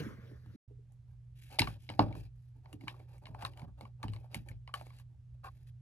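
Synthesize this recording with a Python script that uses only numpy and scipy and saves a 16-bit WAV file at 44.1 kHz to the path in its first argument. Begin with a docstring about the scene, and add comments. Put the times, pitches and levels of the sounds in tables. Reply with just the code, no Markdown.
"""A sleeve sweeps past over soft wall thuds in a humming room, then everything drops out for a moment.
After it a hand pulls a plug from a wall outlet, with the hardest clicks, and fumbles another one in.
Clicks ring modes of cover plate, plug body and prongs; shoves boom in the hollow wall; fingers and cord
scrape in between as filtered noise. At the end the handling thins out and leaves the hum and faint hiss."""
import sys
import numpy as np
from scipy import signal
from scipy.fft import rfft, irfft, next_fast_len
from scipy.io import wavfile
from scipy.ndimage import uniform_filter1d

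SR = 44100
rng = np.random.default_rng(int(sys.argv[2]) if len(sys.argv) > 2 else 0)


def digitize_waveform(pressure):
    """Quantize a signal to 16-bit integers and store it at the path in sys.argv[1].

    Rows of a 2-D input are taken as channels; values are limited to [-1, 1].
    """
    field = np.atleast_2d(pressure).T
    bounded = np.clip(field, -1, 1)
    quanta = np.round(bounded * 32767).astype(np.int16)
    wavfile.write(sys.argv[1], SR, quanta)


N = 256441  # length in samples


def gain_of(db):
    """Amplitude factor of a level in dB."""
    return 10 ** (np.asarray(db) / 20)


def evened(x):
    """Scale to an rms of 1."""
    return x / np.sqrt(np.mean(x ** 2) + 1e-20)


def peaked(x, db):
    """Scale to a peak level in dB."""
    return gain_of(db) * x / abs(x).max()


def read(points, hz):
    """Read a curve between its points on a logarithmic frequency axis."""
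    f, value = np.transpose(points)
    return np.interp(np.log(hz + 1), np.log(f + 1), value)


def add(mix, s, sound):
    """Lay a sound into the mix at a time in seconds."""
    part = mix[:, round(s * SR):][:, :sound.shape[1]]
    part += sound[:, :part.shape[1]]


def wander(cutoff_hz):
    """Slow random drift of rms 1: noise below the cutoff."""
    return evened(signal.lfilter(*signal.butter(2, cutoff_hz, fs=SR), rng.standard_normal(N)))


def ring(modes, spot, favoured_hz=None, octaves=0.63, stretch=1):
    """Dying modes; spot and grip weigh and detune each one, and favour those near one pitch."""
    hz, db, t60 = np.transpose(modes)[:, :, None]
    t60 = t60 * stretch
    t = np.arange(round(t60.max() * SR)) / SR
    weight, detune = spot[:, :len(modes), None]
    db = db + 1.6 * weight
    hz = hz * (1 + .02 * detune)
    if favoured_hz:
        db = db - 8 * (np.log2(hz / favoured_hz) / octaves) ** 2
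    sign = (-1) ** np.arange(len(modes))[:, None]  # neighbouring modes move a spot in opposite ways
    swing = 1 - np.exp(-3.0 * hz * t)  # each mode takes part of a cycle to swing up
    decay = gain_of(db - 60 * t / t60)
    return (sign * swing * decay * np.sin(2 * np.pi * hz * t)).sum(0)


# Modes of the cover plate before detuning: f/Hz, relative level/dB, t60/s
PLATE_MODES = [(598, -2, 0.0031), (676, -6.5, 0.0021), (782, 0.5, 0.009), (950, -6.5, 0.023),
               (1100, -2.5, 0.023), (1586, -2.5, 0.023), (1743, 4.5, 0.045)]
# Modes of the plug body before detuning: f/Hz, relative level/dB, t60/s
PLUG_MODES = [(2226, -1, 0.0095), (2266, 3.5, 0.0037), (2763, -1, 0.0034), (2964, -5.5, 0.009),
              (3180, -2, 0.0017), (3990, 0, 0.0042), (4880, -0.5, 0.0039), (5288, -4.5, 0.0056),
              (4863, -1, 0.001)]
# Modes of the metal prongs before detuning: f/Hz, relative level/dB, t60/s
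PRONG_MODES = [(6940, 0.5, 0.002), (8020, -0.5, 0.0023), (8060, -5, 0.01), (9760, -1, 0.0021),
               (10780, -5, 0.0016), (11500, -20, 0.00061), (14200, -12.5, 0.0021)]
# Plastic contacts, peaks ahead of the ports:
# t/s, plate level/dB, favoured plate f/Hz, plug level/dB, prong level/dB
CLICKS = [(0.314, -54, 456, -67, -71), (0.46, -53, 533, -64, -68), (0.921, -82, 700, -83, -60),
          (1.506, -65, 650, -63, -58), (1.53, -60, 949, -64, -65), (1.587, -25.5, 770, -24, -32.5),
          (1.592, -35.5, 810, -11, -19), (1.617, -25.5, 886, -20, -35.5), (1.672, -31, 950, -34, -74.5),
          (1.835, -69.5, 800, -72, -62), (1.89, -45, 557, -31.5, -66), (1.899, -35, 920, -38, -49),
          (1.937, -54, 886, -51, -74), (1.992, -12, 850, -21, -50), (2.125, -47, 568, -45, -60),
          (2.153, -39, 553, -66, -69), (2.657, -48, 825, -58.5, -82), (2.728, -49.5, 787, -45.5, -45),
          (2.809, -58.5, 497, -51, -63), (2.836, -54, 482, -61, -71), (2.873, -38.5, 970, -51, -77),
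          (2.88, -36.5, 1220, -28.5, -43.5), (2.941, -50.5, 1010, -76, -83), (3, -47, 483, -58.5, -70),
          (3.18, -71.5, 780, -63, -58), (3.236, -66.5, 793, -75, -69), (3.255, -55, 855, -41, -59.5),
          (3.267, -47.5, 880, -46.5, -54.5), (3.346, -39, 833, -51.5, -58.5), (3.422, -38.5, 915, -42, -47),
          (3.449, -29.5, 1120, -27, -35.5), (3.534, -63, 810, -56, -67), (3.573, -64, 765, -47.5, -54.5),
          (3.594, -49.5, 668, -50, -55), (3.616, -46, 770, -52, -64), (3.809, -40, 706, -45.5, -52),
          (3.834, -59, 780, -64.5, -70), (3.852, -47, 920, -52.5, -64), (4.029, -35, 1133, -35.5, -41.5),
          (4.036, -35.5, 892, -48.5, -67.5), (4.081, -47, 472, -40, -55), (4.134, -48, 1187, -43, -51.5),
          (4.161, -51, 946, -49, -60), (4.243, -51.5, 748, -66.5, -73.5), (4.344, -40, 810, -27.5, -31),
          (4.486, -47.5, 1787, -45.5, -45), (4.513, -50, 500, -49.5, -76.5), (4.675, -45.5, 990, -43, -61),
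          (4.691, -47.5, 960, -69.5, -70), (4.739, -28.5, 1100, -29, -34.5), (4.797, -51, 665, -53, -76),
          (4.811, -38, 594, -51, -54), (4.867, -46.5, 526, -53.5, -56.5), (4.903, -54.5, 970, -55, -69),
          (4.986, -67, 805, -55, -54), (4.93, -61.5, 920, -77, -77), (4.997, -57, 1266, -70, -62)]
CONTACT_S = .001  # the impact, and the crest of the chatter envelope, come this late
PLUG_HZ, PLUG_KNEE_DB, PLUG_OCTAVES_PER_DB = 2310, -33.5, .025  # harder clicks ring the plug higher


def clicks():
    """Each contact is one sharp impact amid a short chatter that rings plate, plug and prongs together."""
    out = np.zeros((2, N))
    size = 512
    index = np.arange(size)
    chatter = rng.standard_normal((len(CLICKS), 3, size))
    spots = rng.standard_normal((len(CLICKS), 3, 2, 10))
    u = index / SR / CONTACT_S
    impact = index == round(CONTACT_S * SR)
    tick = 0.88 * signal.firwin(15, 7000, pass_zero=False, fs=SR)  # the bare snap of metal on metal
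    for (s, plate_db, plate_hz, plug_db, prong_db), jolts, spot in zip(CLICKS, chatter, spots):
        sides = jolts[0] + .5 * jolts[1:]  # each side hears it a little apart
        force = 0.33 * sides * abs(jolts[0]) * u * np.exp(-u) + impact
        plug_hz = PLUG_HZ * 2 ** (PLUG_OCTAVES_PER_DB * max(plug_db - PLUG_KNEE_DB, 0))
        plate = ring(PLATE_MODES, spot[0], plate_hz, octaves=.36)
        plug = ring(PLUG_MODES, spot[1], plug_hz, octaves=0.77)
        prongs = ring(PRONG_MODES, spot[2])
        prongs[:len(tick)] += tick
        for body, db in (plate, plate_db), (plug, plug_db), (prongs, prong_db):
            add(out, s, peaked(signal.convolve(force, body[None]), db))
    return out


# Modes of the hollow wall before detuning and stretching: f/Hz, relative level/dB, t60/s
WALL_MODES = [(61.2, -3, 0.75), (101.47, -4, 0.37), (135, -0.5, 0.093), (178.5, -10.5, 0.24),
              (214.1, -2.5, 0.13), (259, -1.5, 0.1), (296.5, 7, 0.077), (367.1, 2.5, 0.06), (410, -3, 0.28),
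              (480, -14.5, 0.48)]
# Shoves against the wall, peaks ahead of the ports: t/s, level/dB, favoured f/Hz
THUDS = [(0.012, -34.5, 135), (0.056, -33, 135), (0.312, -51, 334), (0.46, -45, 106), (0.541, -41, 118),
         (0.708, -56.5, 364), (0.785, -60.5, 366), (1.598, -21, 112), (1.622, -29.5, 111), (1.674, -35, 87),
         (1.894, -38, 124), (1.992, -19.5, 183.6), (2.056, -30, 122.5), (2.163, -36, 117.5),
         (2.734, -42, 180), (2.829, -43.5, 133), (3.29, -39, 109), (3.422, -39, 122), (3.618, -38, 96.3),
         (3.668, -49.5, 117.8), (3.82, -44, 124), (4.039, -29.5, 112), (4.086, -35.5, 91.5),
         (4.353, -34.5, 115.3), (4.499, -36.5, 63)]
# Target ring up to this pitch, set on the fourth wall mode; higher thuds die sooner by this power
THUD_T60_S, THUD_HZ, THUD_SHORTENS = .17, 120, 0.66


def thuds():
    """A soft push, then a little shuddering, sets the hollow wall booming."""
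    out = np.zeros((1, N))
    t = np.arange(1500) / SR
    spots = rng.standard_normal((len(THUDS), 2, 10))
    shudder = rng.standard_normal((len(THUDS), len(t)))
    for (s, db, hz), spot, jolts in zip(THUDS, spots, shudder):
        force = (t == 0) + .05 * jolts * np.exp(-t / 0.0052)
        push = np.convolve(force, np.hanning(70))  # the rounded window makes the push soft
        t60 = max(THUD_T60_S * min(THUD_HZ / hz, 1) ** THUD_SHORTENS, .03)
        boom = ring(WALL_MODES, spot, hz, octaves=1.1, stretch=t60 / WALL_MODES[3][2])
        add(out, s, peaked(signal.oaconvolve(push, boom), db)[None])
    return out


# Fingers and cord sliding over plastic, levels ahead of pressure and ports:
# t/s, base length/s, dull rub level/dB, rub f/Hz, scrape level/dB, swell from start to end/dB
STROKES = [(0.702, 0.019, -75, 358, -101, -1.5), (0.893, 0.061, -85.5, 686, -98, 4.5),
           (1.07, 0.11, -87.5, 950, -95, 2), (1.359, 0.17, -85, 413, -71.5, 8),
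           (1.504, 0.083, -61, 556, -64, 14), (1.635, 0.13, -68, 548, -61.5, -8),
           (1.759, 0.034, -73.5, 504, -83, -3), (1.787, 0.13, -83.5, 430, -77, 6),
           (1.914, 0.22, -63.5, 492, -75.5, -17), (2.001, 0.21, -45, 500, -67.5, -31.5),
           (2.152, .13, -69, 470, -69.5, -15), (2.355, .2, -99, 396, -91.5, -2.5),
           (2.551, 0.065, -75, 434, -92, -9), (2.633, 0.14, -72, 564, -85, 9),
           (2.8, 0.11, -60, 389, -77, 6), (2.904, 0.16, -67.5, 529, -76.5, -6),
           (3.079, 0.11, -70.5, 597, -78, 5.5), (3.219, 0.22, -64.5, 480, -83, -8.5),
           (3.391, 0.072, -54, 805, -65, 13.5), (3.471, 0.13, -67, 474, -77.5, -15.5),
           (3.565, 0.097, -61.5, 716, -78, -1.5), (3.67, 0.055, -74, 690, -93, -10),
           (3.778, 0.12, -67, 578, -82, -6), (3.994, 0.072, -68.5, 680, -86.5, 17.5),
           (4.088, 0.16, -67.5, 520, -78.5, -4.5), (4.233, 0.051, -73, 696, -84.5, -0.5),
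           (4.306, 0.088, -62, 536, -71, 9.5), (4.392, 0.06, -71.5, 396, -81, -4),
           (4.457, .11, -68, 465, -81.5, -16), (4.771, .2, -75, 600, -72.5, -9.5),
           (4.923, 0.11, -80, 580, -75.5, 7), (5.094, 0.066, -80.5, 410, -100, 5),
           (5.343, .013, -84, 432, -94, -4.5), (5.443, 0.045, -52, 950, -65, -2.5),
           (5.488, .2, -84.5, 453, -84.5, -4.5), (5.673, 0.029, -88.5, 451, -78, -4.5)]
SWISH_DB, SWISH_PER_RUB_DB = -5, -0.1351  # swish against the scrape; lighter rubs are airier
RUB_AT_DB = -72  # rub level at which the swish has its usual share
RATTLE_S, RATTLE_FADE_DB = 0.05, -27  # base length and swell of the loose rattle after every click
RATTLE_DB = -29.5, -32.5, -32  # its rub, scrape and swish against the click's plate, plug and prongs
RATTLE_PITCH = .8  # a rattle rubs below the click's plate pitch


def slides():
    """Strokes and click rattles as (s, base length, rub dB, rub Hz, scrape dB, swish dB, swell dB)."""
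    rows = []
    for s, length, rub_db, hz, scrape_db, swell_db in STROKES:
        swish_db = scrape_db + SWISH_DB + SWISH_PER_RUB_DB * (rub_db - RUB_AT_DB)
        rows.append((s, length, rub_db, hz, scrape_db, swish_db, swell_db))
    for s, plate_db, hz, plug_db, prong_db in CLICKS:
        rub_db, scrape_db, swish_db = np.add((plate_db, plug_db, prong_db), RATTLE_DB)
        rows.append((s + .004, RATTLE_S, rub_db, RATTLE_PITCH * hz, scrape_db, swish_db, RATTLE_FADE_DB))
    return rows


RELEASE_S, SWISH_FADE = .07, 1.5  # strokes let go slowly; the swish swells and fades more steeply
SLIPS_PER_S = 700.


def strokes():
    """Clumped slips of skin and plastic, over a smooth hiss, excite the bodies; the swish rings nothing."""
    out, rows = np.zeros((2, N)), slides()
    noise = rng.standard_normal((len(rows), 10, 10000))
    grips = rng.standard_normal((len(rows), 3, 2, 10))
    sizes = rng.exponential(1, (len(rows), 10000))
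    onsets = rng.random((len(rows), 10000)) < SLIPS_PER_S / SR
    slips = gain_of(5.0 * np.minimum(sizes, 3)) * onsets
    airy = signal.firwin(31, [5300, 13500], pass_zero=False, fs=SR)
    for row, hiss, grip, slip in zip(rows, noise, grips, slips):
        s, length, rub_db, rub_hz, scrape_db, swish_db, swell_db = row
        size = round(np.clip(length + .035, .015, .225) * SR)  # room for the slow release
        hiss, slip = hiss[:, :size], slip[:size]
        clumps_db = 2.4 * evened(uniform_filter1d(hiss[9], size=400))
        rise = 0.0033 + 0.045 / (1 + gain_of(-swell_db - 4.5))  # a stroke that fades starts abruptly
        t = np.arange(size) / SR
        ramps = np.minimum(t / rise, (t[-1] - t) / RELEASE_S)
        edges = np.sin(np.pi / 2 * np.clip(ramps, 0, 1)) ** 2
        pressure = edges * gain_of(clumps_db + swell_db * np.linspace(-.5, .5, size))
        # rub, scrape, swish: level dB, modes, favoured Hz, share of slips, t60 s
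        layers = ((rub_db, WALL_MODES[6:] + PLATE_MODES[:6], rub_hz, .4, .018),
                  (scrape_db, PLATE_MODES[6:] + PLUG_MODES, 2700., .5, .006),
                  (swish_db, [], None, .25, 0))
        for k, (db, modes, favoured_hz, grit, t60) in enumerate(layers):
            shared, apart = hiss[3 * k], hiss[3 * k + 1:3 * k + 3]
            texture = grit * evened(slip * shared) + shared + .5 * apart
            if modes:
                damped = [(hz, mode_db, t60) for hz, mode_db, _ in modes]  # fingers damp what they touch
                body = ring(damped, grip[k], favoured_hz, octaves=0.78)
                drive = pressure * texture
            else:
                body = airy
                drive = pressure ** SWISH_FADE * texture
            add(out, s - rise / 2, gain_of(db) * evened(signal.oaconvolve(drive, body[None])))
    return out


GAP = .561, .678  # silent from, to (s); the sweep lasts until it begins
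# An arm and sleeve sweep past: t/s, relative level/dB, treble above it/dB
SWEEP = [(0.0, -41, 5), (0.015, -39.5, -10), (0.027, -48.5, 2), (0.197, -57.5, -8.5), (0.27, -59, -3),
         (0.456, -70.5, 0), (0.56, -67, 3.5)]
# Colour of the cloth noise, relative: f/Hz, level per Hz/dB
CLOTH_COLOUR = [(88, -40), (150, -0.5), (208, -9.5), (248, -20), (535, -14), (701, -34.5), (1640, -20.5),
                (2140, -27), (2550, -33.5), (4910, -35.5), (7500, -45.5), (15000, -44.5)]


def sweep():
    """A rush of cloth noise in uneven folds that fades; its treble fades at its own pace."""
    s, db, treble_db = np.transpose(SWEEP)
    hiss = rng.standard_normal((3, round(GAP[0] * SR)))
    hz, t, z = signal.stft(hiss[0] + .5 * hiss[1:], SR, nperseg=512)
    folds = rng.standard_normal((len(t), len(hz))).T
    folds = uniform_filter1d(uniform_filter1d(folds, size=8, axis=0), size=5, axis=1)
    folds_db = 3.1 * evened(folds)
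    high = np.clip(np.log2(hz / 2400 + 1e-9) / 0.15, 0, 1)[:, None]  # the treble starts at 2400 Hz
    level_db = np.interp(t, s, db) + high * np.interp(t, s, treble_db)
    colour = evened(gain_of(read(CLOTH_COLOUR, hz)))[:, None]
    out = np.zeros((2, N))
    add(out, 0, signal.istft(z * colour * gain_of(folds_db + level_db), SR, nperseg=512)[1])
    return out


# Reverberation of the room: f/Hz, t60/s
ROOM_T60 = [(100, 0.42), (500, 0.11), (2000, 0.061), (8000, 0.044)]


def room(x):
    """Sparse taps of random sign, each band dying at its own speed."""
    taps = np.zeros((2, SR // 2))
    at = np.arange(200, SR // 2 - 20, 20)
    at = at + rng.integers(0, 20, (2, len(at)))
    np.put_along_axis(taps, at, rng.choice([-1., 1.], at.shape), 1)
    hz, t, z = signal.stft(taps, SR, nperseg=256)
    decay = gain_of(-60 * t / read(ROOM_T60, hz)[:, None])
    tail = signal.istft(z * decay, SR, nperseg=256)[1]
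    tail[1] = .5 * tail[0] + 0.69 * tail[1]  # the sides are partly alike
    return signal.fftconvolve(x, tail / np.linalg.norm(tail[0]), axes=1)[:, :N]


# Phase by which the left microphone port leads: f/Hz, lead/rad
PORT_LEAD = [(0, 0), (120, .1), (250, .8), (1000, 1.1), (3000, 1.6), (5000, 2.3), (6500, -1.1),
             (8300, -3.14), (9000, -4.3), (11500, -6.3), (13000, -7), (14500, -9.3), (17000, -9.4)]
# Level of the left port above the right: f/Hz, level/dB
PORT_LEAN = [(60, -2), (250, -4), (1000, 0), (4500, 4), (7500, 4.5), (9700, -5), (11500, 0)]


def ports(x):
    """Two microphone ports hear the near sounds with different phase and level."""
    size = next_fast_len(N)
    hz = np.fft.rfftfreq(size, 1 / SR)
    # each port takes half of the difference
    half = gain_of(read(PORT_LEAN, hz) / 2) * np.exp(.5j * read(PORT_LEAD, hz))
    return irfft(rfft(x, size) * np.array([half, 1 / half]), size)[:, :N]


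# Colour of the room's rumble and hiss, relative: f/Hz, level per Hz/dB
AIR_COLOUR = [(13, -45.5), (25, -19), (60, 2.5), (100, -2), (140, -8), (170, -19.5), (210, -25.5),
              (310, -35.5), (500, -39.5), (1000, -45.5), (2600, -49), (10900, -58), (16000, -76.5)]
# Left-right likeness of that noise: f/Hz, likeness (1 = the same)
AIR_SAME = [(60, 0.89), (240, 0.92), (950, 0.65), (3770, 0.43), (15000, 0.2)]
AIR_DB = -57.5  # rms before the left-right balance
HUM_HZ, HUM_DB = 121.4, -55.5  # pitch, and rms before wavering and balance


def room_tone():
    """Rumble and faint hiss with drifting patches, and a wavering mains hum."""
    frames, hz = N // 512 + 5, np.fft.rfftfreq(2048, 1 / SR)
    a, b, c, d, patches = rng.standard_normal((frames, 1025, 5)).T
    patches = evened(uniform_filter1d(uniform_filter1d(patches, 10, 0), 8, 1))
    same = np.clip(read(AIR_SAME, hz), -1, 1)[:, None]
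    left = a + 1j * b
    right = same * left + np.sqrt(1 - same ** 2) * (c + 1j * d)
    z = np.array([left, right]) * gain_of(read(AIR_COLOUR, hz)[:, None] + 0.5 * patches)
    noise = signal.istft(z, nperseg=2048, noverlap=1536)[1][:, :N]
    air = gain_of(AIR_DB) * evened(noise)
    hum_level = np.sqrt(2) * gain_of(HUM_DB + 1.9 * wander(2.0))
    hum = hum_level * np.sin(2 * np.pi * HUM_HZ * np.arange(N) / SR)
    return (air + hum) * gain_of([[-1.1], [1.1]])  # the right side is a little louder


ROOM_DB = -13.5  # reverberation against the direct clicks and thuds


def scene():
    """Handling sounds pass the ports, clicks and thuds with reverberation; the room tone lies beneath."""
    hits = clicks() + thuds()
    near = hits + gain_of(ROOM_DB) * room(hits) + strokes() + sweep()
    return ports(near) + room_tone()


EDGE_HZ = 16400  # upper band limit


def record(dry):
    """The microphone loses deep bass, the sound drops out for a moment, then the top is cut off."""
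    t = np.arange(N) / SR
    dry = signal.sosfilt(signal.butter(2, 45., "high", fs=SR, output="sos"), dry)
    heard = np.clip(np.maximum((GAP[0] - t) / .002, (t - GAP[1]) / .003), 0, 1)  # short fades at both ends
    band = signal.firwin(511, EDGE_HZ, window=("kaiser", 9), fs=SR)
    return signal.oaconvolve(dry * heard, band[None], "same")


dry = scene()
out = record(dry)
digitize_waveform(out)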